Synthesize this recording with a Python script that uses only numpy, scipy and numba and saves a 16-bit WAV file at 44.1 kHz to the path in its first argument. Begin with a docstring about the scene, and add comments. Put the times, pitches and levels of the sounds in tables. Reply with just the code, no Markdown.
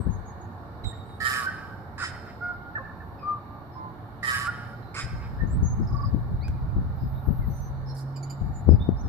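"""A songbird sings to the right of a phone: the membranes of its syrinx whistle, rasp and chirp, its beak clicks.
Whistles are gliding near sines; rasps are slow beats filling two resonances, with noise hissing through the throat.
Branches scatter the song, walls return dull echoes and a yard prolongs it through coupled delay lines.
Wind buffets the two microphone ports as filtered noise and thumps; far traffic drones as bands of noise,
and the hum of an engine rises slowly in pitch."""
import sys
import numpy as np
from scipy import signal
from scipy.io import wavfile
from scipy.ndimage import uniform_filter1d, map_coordinates
from numba import njit

SR = 44100
rng = np.random.default_rng(int(sys.argv[2]) if len(sys.argv) > 2 else 0)


def transcribe(signal):
    """Save signal, clipped to [-1, 1], as a 16-bit WAV file at the path in sys.argv[1]."""
    frames = np.atleast_2d(signal).T
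    limited = np.clip(frames, -1, 1)
    pcm = np.round(limited * 32767).astype(np.int16)
    wavfile.write(sys.argv[1], SR, pcm)


N = 400428
T = np.arange(N) / SR  # time in seconds

# Whistled notes. Each row: start, attack, hold and release in seconds, peak level in dB, first and last
# pitch in Hz, roughness from 0 to 1, half-order line in dB (three-halves lies 12 dB lower), octave in dB.
WHISTLES = [ (0.0, .002, 0.0066, .07, -59, 8270, 8300, 0.49, -59, -40),
            (0.102, 0.035, .004, 0.024, -56, 6630, 6560, 0.18, -58, -43),
            (0.252, 0.03, 0.0043, .04, -59, 6630, 6680, .31, -60, -40),
            (0.406, 0.011, .006, .034, -62.5, 6650, 6770, 0.5, -60, -40),
            (0.838, 0.021, 0.0018, 0.0064, -37, 4070, 3720, .03, -60, -20),
            (0.864, 0.0051, 0.027, 0.026, -40, 3760, 3803, 0.09, -60, -8),
            (0.916, 0.0054, 0.0092, 0.02, -54, 1810, 1910, 0.2, -60, -40),
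            (0.854, .042, .004, .026, -56.5, 9300, 8750, 1, -60, -40),
            (1.05, 0.0081, 0.046, 0.17, -70, 8450, 9600, 0.3, -60, -40),
            (1.441, .008, .006, .004, -34, 1300, 1520, .1, -60, -40),
            (1.456, 0.016, 0.003, .008, -25, 1545, 1535, 0.03, -40, -36),
            (1.476, 0.013, .002, 0.01, -26.5, 1540, 1540, 0.03, -38, -32),
            (2.408, 0.022, 0.082, 0.037, -30, 1425, 1430, .02, -18, -50),
            (2.419, 0.024, .01, .12, -65.5, 4900, 4980, 0.74, -58, -38),
            (2.751, 0.0062, 0.0035, 0.013, -28.5, 1777, 1740, 0.06, -17, -50),
            (2.773, .005, .006, .008, -33, 1750, 1740, .1, -30, -50),
            (2.768, .003, .01, .006, -35.5, 1720, 1046, .02, -12, -42),
            (2.787, 0.009, .014, 0.018, -40, 1073, 1070, 0, -8, -38),
            (3.18, .006, 0.058, 0.077, -61, 2480, 2350, 0.47, -39, -4.5),
            (3.228, 0.055, 0.025, 0.07, -28, 1205, 1197, 0.04, -35.5, -40),
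            (3.719, .02, 0.0036, 0.063, -63.5, 5280, 5170, 0.16, -60, -37),
            (3.752, .012, 0.11, 0.036, -41, 1040, 1023, 0, -42, -26),
            (3.757, 0.066, 0.0091, 0.048, -44, 922, 887, 0.1, -45, -42),
            (4.452, .012, .008, .006, -34, 1260, 1420, .1, -60, -40),
            (4.472, 0.016, 0.004, 0.014, -22, 1435, 1430, 0.03, -44, -38),
            (4.652, 0.062, .008, .014, -74, 11150, 9400, .1, -60, -40),
            (4.822, .004, .004, 0.064, -62, 4070, 4080, 0.3, -60, -40),
            (4.883, .04, .004, .004, -63.5, 4150, 4080, .2, -60, -40),
            (5.387, .03, .004, 0.022, -38.5, 1763, 1833, 0.2, -35, -36),
            (5.468, 0.067, 0.0071, 0.038, -57, 6500, 8860, .7, -63, -45),
            (5.628, 0.04, 0.0028, 0.068, -44, 6480, 6510, 0.12, -57, -34),
            (5.822, .006, .015, .015, -67, 5150, 5150, .6, -60, -40),
            (5.866, .007, .022, .015, -57, 5150, 5100, .5, -60, -40),
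            (5.917, .008, .018, .012, -59, 5050, 5050, .6, -60, -40),
            (5.963, .007, .014, .012, -56, 4900, 4850, .5, -60, -40),
            (6.003, .01, .014, .01, -59, 4950, 4900, .7, -60, -40),
            (6.037, 0.019, .002, 0.04, -52, 4880, 4950, 0.45, -58, -33.5),
            (5.897, 0.0071, 0.014, .015, -48.5, 1110, 1100, 0.1, -66, -41.5),
            (5.94, .012, .006, .014, -34.5, 1145, 1123, 0.08, -63, -38),
            (5.983, 0.012, 0.0066, .014, -32, 1135, 1140, 0.1, -60, -39.5),
            (6.027, 0.011, 0.0062, 0.012, -32, 1125, 1135, 0.03, -58, -41),
            (6.407, .014, 0.012, .006, -54, 1880, 2330, 0.15, -60, 3),
            (6.431, 0.012, 0.018, .022, -49, 2400, 2470, 0.15, -60, -5),
            (6.98, .05, .006, .065, -65.5, 4970, 4990, 0.5, -55, -43),
            (6.95, 0.0055, 0.11, 0.015, -69.5, 13650, 13330, 0.5, -60, -38.5),
            (7.064, .008, 0.18, 0.014, -66, 13460, 12300, .42, -57, -40),
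            (7.252, .006, .006, 0.059, -60, 12300, 12760, 0.15, -62, -41),
            (7.307, .01, 0.095, .006, -62.5, 12340, 12330, 0.2, -58, -40),
            (7.41, .006, .08, .006, -65, 12300, 13700, 0.2, -62, -40),
            (7.498, 0.0065, 0.13, 0.084, -64.5, 13800, 11300, 0.2, -60, -38),
            (7.28, .06, .07, .012, -71, 13340, 13320, .2, -60, -38),
            (7.458, 0.02, .04, 0.044, -63, 12700, 12180, 0.2, -62, -40),
            (7.128, .046, 0.0043, .04, -66, 3610, 3800, .95, -60, -47),
            (7.412, 0.012, 0.018, .016, -57.5, 2170, 1900, 0.1, -60, -43),
            (7.495, 0.043, 0.14, 0.017, -60, 6140, 6070, 0.24, -60, -50),
            (7.545, .02, .004, .045, -65, 9400, 9140, .8, -60, -40),
            (7.877, .023, .02, 0.014, -60, 4400, 4200, 0.5, -60, -40),
            (7.858, 0.03, 0.03, .03, -53, 5200, 5450, 0.35, -60, -21),
            (7.944, .008, .006, .012, -62, 9500, 12400, .2, -60, -40),
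            (7.962, .006, .006, .012, -57, 4950, 4850, .3, -60, -40),
            (8.146, .008, .015, .02, -69, 3000, 3020, .2, -60, -40),
            (8.28, .012, .025, .03, -69, 3020, 3040, .2, -60, -40),
            (8.537, 0.021, 0.0041, 0.051, -55.5, 7000, 7150, 0.06, -55, -45.5),
            (8.553, 0.027, .004, .05, -73, 10530, 10400, 0, -61, -40),
            (8.687, 0.03, .004, .046, -67, 2547, 2490, 0.13, -56, 11.5),
            (8.798, 0.022, .01, 0.049, -46.5, 3600, 3700, .05, -57, -40),
            (8.966, 0.043, .002, 0.016, -55.5, 5100, 6270, 0.4, -58, -33),
            (9.032, .028, 0.012, .002, -61, 5330, 5450, 0.14, -60, -33), ]
# Direction of the beak. Each row: time in seconds, left minus right in dB, share sent to the walls in dB,
# mean lag at the left port in ms.
BEAK_DIRECTION = [(0.85, -4.5, 1, 0.045), (1.3, -7, -1, 0.16), (1.5, -6.5, -0.5, 0.08),
                  (2.03, -5.5, 0, 0.12), (2.47, -2.5, -2.5, 0.084), (2.76, -5, 1, .15),
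                  (3.3, 4, -5, -0.038), (3.8, -5.5, -10, 0.27), (4.3, -5.5, -0.5, 0.2),
                  (4.5, -6, -2, 0.077), (4.98, -4.5, 0, 0.04), (5.42, -5, -5.5, 0.1), (5.7, -6, -3, .05),
                  (6.0, -6.5, -8, 0.17), (6.45, -3.5, -3, 0.0076), (7.401, -6.5, 1, 0.038),
                  (8.3, -7.5, -1.5, .025), (8.85, -2.5, -3, 0.031)]
# Wall reflections. Each row: delay in seconds, left and right level in dB before the treble loss.
WALL_ECHOES = [(0.056, -21, -20), (.097, -15, -15), (.14, -19, -17), (.25, -17, -16)]
# Breeze on the ports. Each row: time in seconds, relative level in dB, left minus right in dB before the limit.
BREEZE = [(0.0, -19.5, 21.5), (0.034, -40, 16.5), (0.24, -41.5, 4.5), (0.4, -64, -1), (4.8, -69.5, 2.5),
          (5.0, -46.5, 6), (5.2, -39.5, -3), (5.6, -31, -2), (6.3, -32.5, 3), (6.85, -34, -5),
          (7.2, -37.5, -2), (7.66, -34.5, 0), (7.9, -40, 2), (8.1, -66, -2), (8.299, -54, -2.5),
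          (8.45, -35, 6.5), (8.62, -36.5, 4.5), (8.8, -33, -7.5), (9.08, -33, 1.5)]
# Eddies that hit a port. Each row: time in seconds, relative level in dB, left minus right in dB before
# the limit, pitch of the thump in Hz.
PORT_EDDIES = [(0.064, -14, 20, 107.5), (0.105, -25.5, 22, 110), (0.847, -29, -20, 151),
               (5.046, -31, 16.5, 90), (5.132, -29, 13, 110), (5.331, -31, 9, 90), (5.43, -16, 26.5, 102),
               (5.625, -15, 13.5, 128), (5.788, -18, 18, 122), (5.926, -20.5, 26, 93),
               (6.141, -15.5, 27, 196), (6.494, -23, 13, 106), (6.632, -27, 11, 90),
               (6.76, -17, 21.5, 81.3), (7.029, -24.5, 10, 90), (7.282, -16, 20.5, 87.3),
               (7.391, -24.5, 16, 82.6), (7.479, -24.5, 8.5, 126), (8.413, -24, 17, 89),
               (8.505, -27.5, 5.5, 90), (8.676, -15, 22, 81), (8.685, -7, 17, 147),
               (8.718, -12.5, 9.5, 89.2), (8.804, -18.5, 3.5, 80), (8.885, -9, 32.5, 206),
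               (9.05, -25.5, 10.5, 91)]
# Spectrum of far traffic and microphone hiss. Each row: frequency in Hz, relative density in dB per Hz.
TOWN_SPECTRUM = [(15, -51), (25, -19.5), (101, -0.5), (133, -8), (168, -9.5), (498, -19.5), (549, -20),
                 (764, -15), (1420, -22.5), (1540, -25), (2600, -45), (3100, -47.5), (3800, -40),
                 (4500, -44), (6000, -59.5), (9500, -58), (11500, -63.5), (14500, -36.5)]
# Likeness of the ports in that noise. Each row: frequency in Hz, left-right correlation from -1 to 1.
PORT_CORRELATION = [(60, 0.32), (130, 1), (290, 0.8), (630, 0.84), (1370, 0.038), (2990, -0.093),
                    (6530, 0.027), (14300, -0.1)]
# Snaps of the beak. Each row: start in seconds, level in dB of the noise before its band filter, centre in Hz,
# width in Hz, decay in seconds.
BEAK_CLICKS = [(0.843, -30.5, 2000, 700, .006), (6.481, -38, 4000, 5000, 0.0021),
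               (6.481, -23, 1500, 600, .003)]
# Swell of the rasps. Each row: start, swell and fade in seconds, relative peaks of the upper resonance, lower
# resonance and hiss in dB, rise of the upper in dB, falls of upper, lower and hiss in dB.
RASP_SWELLS = [(1.2, 0.071, 0.19, -26, -31.5, -37, 5.5, 18, 5, 11.2),
               (1.977, 0.06, 0.075, -34, -34.5, -38.5, 9, 26, 30, 18),
               (4.226, 0.055, .2, -26.5, -32, -37.5, 3, 17, 7, 10.5),
               (4.941, .045, .075, -37, -35, -38, 7, 26, 28, 16),
               (7.946, 0.04, 0.05, -59, -66, -55.5, 8, 12, 12, 14)]
# Voice of each rasp. Each row: upper resonance start and end in Hz, lower resonance start and end in Hz,
# beat start, middle and end in Hz, roughness from 0 to 1, foot and top of the hiss in Hz, beak ring in dB.
RASP_TIMBRES = [(1830, 1560, 1290, 1200, 130.5, 128, 124, 0.2, 1230, 13200, 1.2),
                (1700, 1750, 1250, 1350, 125, 125, 120, 0.7, 1500, 9080, 5.5),
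                (1870, 1600, 1270, 1200, 133, 125.5, 130, 0.2, 1400, 11900, 1.2),
                (2300, 2150, 1300, 1350, 125, 125, 120, 0.7, 1500, 9300, 5.5),
                (5400, 5000, 4400, 4600, 125, 125, 120, 0.9, 4300, 12800, 5)]
# Resonances of the throat. Each row: centre in Hz, width in Hz, relative level in dB.
THROAT = [(1706, 840, 8), (2550, 450, -1.5), (3083, 170, 2.5), (3720, 520, 0), (4260, 310, -4.5),
          (5136, 590, 3), (7170, 1780, -2.5), (9800, 2200, -3), (12500, 1560, -5.5)]
# Hum of the engine. Each row: time in seconds, pitch in Hz, level in dB before the trim of the ports.
ENGINE_HUM = [(3.8, 107.9, -57), (4.7, 116, -45.5), (6.1, 123, -34), (6.5, 126.4, -39.5),
              (7.5, 132.6, -37.5), (8.3, 136.8, -34.5), (8.7, 136.6, -45)]
# Harsh chirps. Each row: start in seconds, level in dB before the envelope, settled pitch of the main line in Hz,
# lift of the lines below it in dB, excess of the first pitch as a share (negative: the pitch rises).
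HARSH_CHIRPS = [(8.159, -46, 7150, 6, .03), (8.2273, -43, 6950, -2, -.025), (8.298, -40, 7100, 0, .01)]
# Lines of a chirp. Each row: multiple of the main line, relative level in dB.
CHIRP_LINES = [(1 / 3, -13), (2 / 3, -2), (1, 0), (4 / 3, -20.5), (1.62, -13.5)]

# whistles
NOTE_RISE_DB, NOTE_FALL_DB = 11.5, 10  # swell in the attack, sinking in the release
NOTE_EDGE_S = 0.0027  # soft start and end
PITCH_PER_DB = .002  # share by which a whistle goes flat for each dB under its peak
# path to the left port
LEFT_SHADE_DB, LEFT_SHADE_HZ = -8, 3620  # the phone's body shades the treble
LEFT_WANDER_MS, LEFT_WANDER_HZ = .075, 25  # moving leaves and air: spread and rate of the shifting lag
# surroundings
BRANCHES_S, BRANCHES_DB = 0.022, (-7.5, -10)  # decay, (left, right) level
ECHO_TOP_HZ = 3600  # walls and hedges return mostly the lower pitches
YARD_T60_S, YARD_DAMP, YARD_DB = 1.19, 0.22, -16.5  # decay of the bass, loss of treble per round, level
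YARD_LEFT_DB = -6  # the phone's body shades the far port from the reverberation
YARD_SPREAD_S = .015  # rough surfaces blur what enters the yard
YARD_WAVER_MS, YARD_WAVER_HZ = .25, 30  # stirring foliage keeps shifting the long paths
# wind
PORT_LEAD_DB = 5  # most that the exposed port gains
WAKE_RISE_S, WAKE_S = .01, 0.039  # build-up and trail of the turbulence around an eddy
WAKE_DB, WAKE_TOP_DB = -8.5, -26  # level against the eddy, ceiling before the share of each port
# distance
TOWN_DB, DISTANT_PAN_DB = -41, -2.5  # noise before the trim; left minus right, engine included
# rasps
RASP_ATTACK_S, RASP_ATTACK_DB = 0.0035, 16.5
LOWER_RISE_DB, HISS_RISE_DB = 9.5, 12  # the latter for a swell of RISE_FULL_S
RISE_FULL_S = .065  # a shorter swell starts its hiss nearer the peak
HISS_HOLD = 2.1  # exponent; above 1 the hiss holds up and drops late
UPPER_WIDTH_HZ, LOWER_WIDTH_HZ = 85, 85  # half-widths; the upper one doubles through a rasp
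ROUGH_WIDTH_HZ = 170  # extra half-width at full roughness
LINE_FLICKER_DB, LINE_FLICKER_HZ = 3.5, 60  # each line wavers alone: spread, rate
BEAT_JITTER = .12  # share by which a fully rough beat shakes
SECOND_ORDER_DB, THIRD_ORDER_DB = -7, -8  # mixing tones before their swell; rough rasps mix less
HISS_FLUTTER = 0.22  # depth of the beat in the hiss
RING_HZ = 4920  # an open beak lifts this band
GAPE_HZ, GAPE_DB = 4350, 16  # a fully rough rasp opens with this band lifted
# receiver
TOP_HZ = 14750


def undb(db):
    """Decibel law: amplitude ratio of a level in dB."""
    return 10 ** (np.asarray(db) / 20)


def level(x, db):
    """Mean-square law: scale a signal to a root-mean-square level in dB."""
    return x * undb(db) / np.sqrt(np.mean(x ** 2))


def on_log(table, hz):
    """Logarithmic frequency scale: read a table between its rows."""
    f, v = np.transpose(table)
    return np.interp(np.log(hz), np.log(f), v)


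def band(x, hz, width, order=2):
    """Band-pass resonance: edges lie evenly about the centre on a logarithmic scale."""
    lo = np.sqrt(hz ** 2 + width ** 2 / 4) - width / 2
    hi = min(lo + width, .49 * SR)
    return signal.sosfilt(signal.butter(order, [lo, hi], "bandpass", fs=SR, output="sos"), x)


def walk(rate, size=N):
    """Slow random modulation: levels held 1 / rate s and slewed twice; spread near 1."""
    k = max(int(SR / rate), 1)
    steps = np.repeat(rng.standard_normal(size // k + 1), k)
    return 1.36 * uniform_filter1d(uniform_filter1d(steps, k), k)[:size]


def play(rows, fade_s=0.0019):
    """Envelope interpolation: a table's span, a gate with soft ends, its columns by the sample."""
    s, *columns = np.transpose(rows)
    span = slice(int(s[0] * SR), min(int(s[-1] * SR), N))
    t = T[span]
    gate = np.clip(np.minimum(t - s[0], s[-1] - t) / fade_s, 0, 1)
    return span, gate, [np.interp(t, s, c) for c in columns]


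def voice(hz, rough, orders):
    """Periodic oscillation: near sines; roughness shakes the pitch and smears each line into a band."""
    turn = 2 * np.pi * np.cumsum(hz * (1 + 0.018 * rough * walk(300, size=len(hz)))) / SR
    share = np.clip(rough, 0, 1)
    real, imag = [np.sqrt(share / 2) * walk(.15 * hz.mean(), size=len(hz)) for _ in range(2)]
    size = np.sqrt(1 - share) + real + 1j * imag
    lines = [undb(db) * (size * np.exp(1j * k * turn)).imag
             for k, db in orders if k * hz.max() < .45 * SR]
    return np.sqrt(2) * sum(lines)


def notes():
    """Oscillation of a membrane: gliding whistles, with an octave and the half lines of an alternating cycle."""
    out = np.zeros(N)
    for start, attack, hold, release, db, first_hz, last_hz, rough, half_db, octave_db in WHISTLES:
        s = start + np.cumsum(np.abs([0, attack, hold, release]))
        pitch = np.interp(s, s[[0, -1]], [first_hz, last_hz])
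        swell = [-NOTE_RISE_DB, 0, 0, -NOTE_FALL_DB]
        span, gate, (hz, swell_db) = play(np.transpose([s, pitch, swell]), fade_s=NOTE_EDGE_S)
        orders = [(.5, half_db), (1, 0), (1.5, half_db - 12), (2, octave_db)]
        tone = voice(hz * (1 + PITCH_PER_DB * swell_db), rough, orders)
        out[span] += gate * undb(db + swell_db) * tone
    return out


def direct_sound(bird):
    """Diffraction and path difference: the left port hears the song shaded and with a wandering lag."""
    s, pan_db, _, lag_ms = np.transpose(BEAK_DIRECTION)
    pan_db = np.interp(T, s, pan_db)
    dull = signal.sosfilt(signal.butter(1, LEFT_SHADE_HZ, fs=SR, output="sos"), bird)
    shaded = dull + undb(LEFT_SHADE_DB) * (bird - dull)
    lag_s = (np.interp(T, s, lag_ms) + LEFT_WANDER_MS * walk(LEFT_WANDER_HZ)) / 1000
    left = map_coordinates(shaded, [(T - lag_s) * SR])
    return np.array([left * undb(pan_db / 2), bird * undb(-pan_db / 2)])


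def scatter(db, decay_s):
    """Diffuse reflection: a decaying burst of many small returns."""
    burst = np.exp(-T[:SR // 10] / decay_s) * rng.standard_normal(SR // 10)
    return undb(db) * burst / np.linalg.norm(burst)


def branches(bird):
    """Scattering: branches spread the song at once, independently for the two ports."""
    bursts = np.array([scatter(db, BRANCHES_S) for db in BRANCHES_DB])
    return signal.oaconvolve(bird[None], bursts)[:, :N]


def wall_echoes(sent):
    """Specular reflection: each wall returns a dull copy, with its own small lag at the left port."""
    tail = np.zeros((2, SR // 2))
    for s, left_db, right_db in WALL_ECHOES:
        tail[0, int(s * SR) + rng.integers(-3, 4)] = undb(left_db)
        tail[1, int(s * SR)] = undb(right_db)
    tail = signal.sosfilt(signal.butter(2, ECHO_TOP_HZ, fs=SR, output="sos"), tail)
    return signal.oaconvolve(sent[None], tail)[:, :N]


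@njit
def delay_network(x, lags, gain, damp):
    """Multiple reflection: eight delay lines feed each other, duller on every round."""
    line, soft, out = np.zeros((8, 8192)), np.zeros(8), np.zeros((2, len(x)))
    for i in range(len(x)):
        total = 0.
        for k in range(8):
            soft[k] += (1 - damp) * (gain[k] * line[k, (i - lags[k]) & 8191] - soft[k])
            total += soft[k]
            out[k % 2, i] += soft[k]
        for k in range(8):
            line[k, i & 8191] = x[i] + soft[k] - total / 4
    return out


def yard(sent):
    """Reverberation: blurred song circulates and decays while its long paths waver."""
    lags = rng.integers(900, 5000, 8)
    gain = undb(-60 * lags / SR / YARD_T60_S)
    blurred = signal.oaconvolve(sent, scatter(0, YARD_SPREAD_S))[:N] + 1e-18  # keeps the loops off denormals
    ringing = delay_network(blurred, lags, gain, YARD_DAMP)
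    out = []
    for side in ringing:
        shift_s = YARD_WAVER_MS / 1000 * walk(YARD_WAVER_HZ)
        out.append(map_coordinates(side, [(T + shift_s) * SR], order=1))
    return undb(YARD_DB) * np.array(out) * undb([[YARD_LEFT_DB], [0]])


@njit
def lowpass(x, hz):
    """Successive integration: four one-pole stages with a moving corner."""
    y, z = np.empty(len(x)), np.zeros(4)
    for i in range(len(x)):
        a, v = 1 - np.exp(-2 * np.pi * hz[i] / SR), x[i]
        for k in range(4):
            z[k] += a * (v - z[k])
            v = z[k]
        y[i] = v
    return y


def port_db(side, pan_db):
    """Exposure: a port's share of a level difference, its gain limited."""
    return np.minimum(side * pan_db, PORT_LEAD_DB)


def turbulence(side):
    """Turbulent pressure: noise that reaches higher as the breeze and the wakes of eddies strengthen."""
    s, breeze_db, pan_db = np.transpose(BREEZE)
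    power = undb(2 * np.interp(T, s, breeze_db + port_db(side, pan_db)))
    for at, db, eddy_pan_db, _ in PORT_EDDIES:
        near = slice(max(int((at - .2) * SR), 0), int((at + .2) * SR))
        t = T[near] - at
        wake_db = min(db + WAKE_DB, WAKE_TOP_DB) + port_db(side, eddy_pan_db)
        power[near] += undb(2 * wake_db) * np.exp(-(t / np.where(t < 0, WAKE_RISE_S, WAKE_S)) ** 2)
    corner_hz = np.clip(158.0 + 5 * (10 * np.log10(power) + 30), 60, 500)
    gusty = undb(3.36 * walk(30)) * rng.standard_normal(N)
    air = lowpass(gusty, corner_hz) / np.sqrt(corner_hz)
    # the microphone drops the deepest part
    air = signal.sosfilt(signal.butter(3, 48, "highpass", fs=SR, output="sos"), air)
    return np.sqrt(power) * level(air, 1.18)


def wind():
    """Flow noise at the ports: turbulence unrelated left and right, with the thumps of eddies."""
    sides = (.5, -.5)
    out = np.array([turbulence(side) for side in sides])
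    t = T[:SR // 10] - .02
    for s, db, pan_db, hz in PORT_EDDIES:
        thump = np.exp(-(t * hz / 0.41) ** 2) * np.cos(2 * np.pi * hz * t - .6)
        # the harder the eddy, the sharper its crest
        crest = np.gradient(np.exp(-(t / 0.00081) ** 2), t / 0.00068)
        thump -= undb(1.48 * (db + 11.5) - 5.5) * crest
        for ch, side in enumerate(sides):
            into = out[ch, int((s - .014) * SR):][:len(t)]
            into += undb(db + port_db(side, pan_db)) * thump[:len(into)]
    return out


def town():
    """Partly coherent noise: traffic and microphone hiss in third-octave bands that swell together, flicker alone."""
    out, swell = 0, walk(.7)
    noise = rng.standard_normal((2, N))
    for hz in 25 * 2 ** np.arange(0, 9.3, 1 / 3):
        mid, side = band(noise, hz, hz / 4.3, order=3)
        c = np.clip(on_log(PORT_CORRELATION, hz), -.95, .95)
        db = on_log(TOWN_SPECTRUM, hz) + .6 * swell + 1.3 * walk(5)
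        out = out + undb(db) * (np.sqrt(1 + c) * mid + np.sqrt(1 - c) * side * np.array([[1], [-1]]))
    return level(out, TOWN_DB)


def clicks():
    """Impulsive excitation: dry snaps of the beak, as decaying bands of noise."""
    out, t = np.zeros(N), T[:SR // 10]
    for s, db, hz, width_hz, decay_s in BEAK_CLICKS:
        snap = band(rng.standard_normal(len(t)), hz, width_hz, order=1)
        out[int(s * SR):][:len(t)] += undb(db) * np.exp(-t / decay_s) * snap
    return out


def effort(start, swell, fade, upper_db, lower_db, hiss_db, rise_db,
           upper_fall_db, lower_fall_db, hiss_fall_db):
    """Driving pressure: a quick attack, a swell to the peak, then each part fades at its own pace."""
    s = start + np.array([0, RASP_ATTACK_S, swell, swell + fade])
    rows = np.transpose([s, [1, 0, 0, 0], [1, 1, 0, 0], [0, 0, 0, 1]])
    span, gate, (shut, rising, falling) = play(rows)
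    onset_db = RASP_ATTACK_DB * shut
    hiss_rise_db = HISS_RISE_DB * swell / RISE_FULL_S
    upper = upper_db - onset_db - rise_db * rising - upper_fall_db * falling
    lower = lower_db - onset_db - LOWER_RISE_DB * rising - lower_fall_db * falling
    hiss = hiss_db - onset_db - hiss_rise_db * rising - hiss_fall_db * falling ** HISS_HOLD
    return span, gate, (upper, lower, hiss)


def overtones(rate, beat, rough):
    """Harmonic series: close overtones of the slow beat, each wavering alone."""
    lines, size = [], len(rate)
    for k in range(7, 48):
        flicker = undb(LINE_FLICKER_DB * walk(LINE_FLICKER_HZ, size=size))
        phase = k * beat + 3 * walk(45, size=size) * rough + k * k / 4
        lines.append((k * rate, flicker * np.sin(phase)))
    return lines


def windpipe(lines, hz, half_width):
    """Resonance: overtones near the centre pass, those away from it weaken."""
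    return level(sum(line / (1 + ((f - hz) / half_width) ** 4) for f, line in lines), 0)


def throat_hiss(beat, u, rough, foot_hz, top_hz, ring_db):
    """Turbulent jet: fluttering noise shaped by the throat, the ring of the beak and a rough opening."""
    air = (1 + HISS_FLUTTER * np.cos(beat)) * rng.standard_normal(len(u))
    hiss = sum((-1) ** k * undb(db) * band(air, f, w) for k, (f, w, db) in enumerate(THROAT))
    ring = (undb(ring_db) - 1) * band(hiss, RING_HZ, 800)
    gape = (undb(GAPE_DB * rough * (1 - u) ** 2) - 1) * band(hiss, GAPE_HZ, 400)
    edges = signal.butter(5, [foot_hz, top_hz], "bandpass", fs=SR, output="sos")
    return level(signal.sosfilt(edges, hiss + ring + gape), 2.0)


def rasps():
    """Source and filter: a slow syrinx beat fills two gliding resonances that mix, while air hisses."""
    out = np.zeros(N)
    for swell, timbre in zip(RASP_SWELLS, RASP_TIMBRES):
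        up0, up1, low0, low1, rate0, rate_mid, rate1, rough, foot_hz, top_hz, ring_db = timbre
        span, gate, (upper_db, lower_db, hiss_db) = effort(*swell)
        u = np.linspace(0, 1, len(gate))  # progress through the rasp
        rate = np.polyval(np.polyfit([0, .5, 1], [rate0, rate_mid, rate1], deg=2), u)
        shake = 1 + BEAT_JITTER * rough ** 2 * walk(150, size=len(u))
        beat = 2 * np.pi * np.cumsum(rate * shake) / SR
        lines = overtones(rate, beat, rough)
        extra_hz = ROUGH_WIDTH_HZ * rough
        upper = windpipe(lines, up0 + (up1 - up0) * u, UPPER_WIDTH_HZ * (1 + u) + extra_hz)
        lower = windpipe(lines, low0 + (low1 - low0) * u, LOWER_WIDTH_HZ + extra_hz)
        # sum tones of the two resonances
        second = level(band(upper * lower, 3030, 250), SECOND_ORDER_DB) * (1 - rough)
        bent = np.tanh(1.5 * (upper + lower))
        third = level(band(bent, 4700, 1700, order=3), THIRD_ORDER_DB) * (1 - rough)
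        hiss = throat_hiss(beat, u, rough, foot_hz, top_hz, ring_db)
        # the third order follows half the swing of the upper resonance in dB
        prompt_db = hiss_db.max() + .5 * (upper_db - upper_db.max())
        rasp = undb(upper_db) * upper + undb(lower_db) * lower
        rasp += undb(hiss_db) * (hiss + second) + undb(prompt_db) * third
        out[span] += gate * rasp
    return out


def engine():
    """Periodic excitation: one slightly rough tone follows the speed of a far engine."""
    out = np.zeros(N)
    span, gate, (hz, db) = play(ENGINE_HUM, fade_s=0.083)
    out[span] = gate * undb(db) * voice(hz, 0.044, [(1, 0)])
    return out


def chirps():
    """Rough oscillation: short stacks of lines with a quick start and an exponential decay."""
    out, t = np.zeros(N), T[:SR // 10]
    for s, db, hz, low_db, sag in HARSH_CHIRPS:
        orders = [(k, k_db + low_db * (k < .9)) for k, k_db in CHIRP_LINES]
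        envelope = (1 - np.exp(-t / 0.0056)) * np.exp(-t / 0.014)
        stack = voice(hz * (1 + sag * np.exp(-t / .015)), 0.25, orders)
        out[int(s * SR):][:len(t)] += undb(db) * envelope * stack
    return out


def scene():
    """Superposition: direct song, its reflections, wind and distant sounds add at the two ports."""
    bird = notes() + clicks() + rasps() + chirps()
    s, _, walls_db, _ = np.transpose(BEAK_DIRECTION)
    sent = bird * undb(np.interp(T, s, walls_db))
    song = direct_sound(bird) + branches(bird) + wall_echoes(sent) + yard(sent)
    distant = (town() + engine()) * undb([[DISTANT_PAN_DB / 2], [-DISTANT_PAN_DB / 2]])
    return song + wind() + distant


def record(dry):
    """Saturation and band limit: the phone rounds the hardest peaks and cuts the top."""
    rounded = .96 * np.tanh(dry / .96)
    return signal.sosfilt(signal.ellip(10, .2, 70, TOP_HZ, fs=SR, output="sos"), rounded)


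dry = scene()
out = record(dry)
transcribe(out)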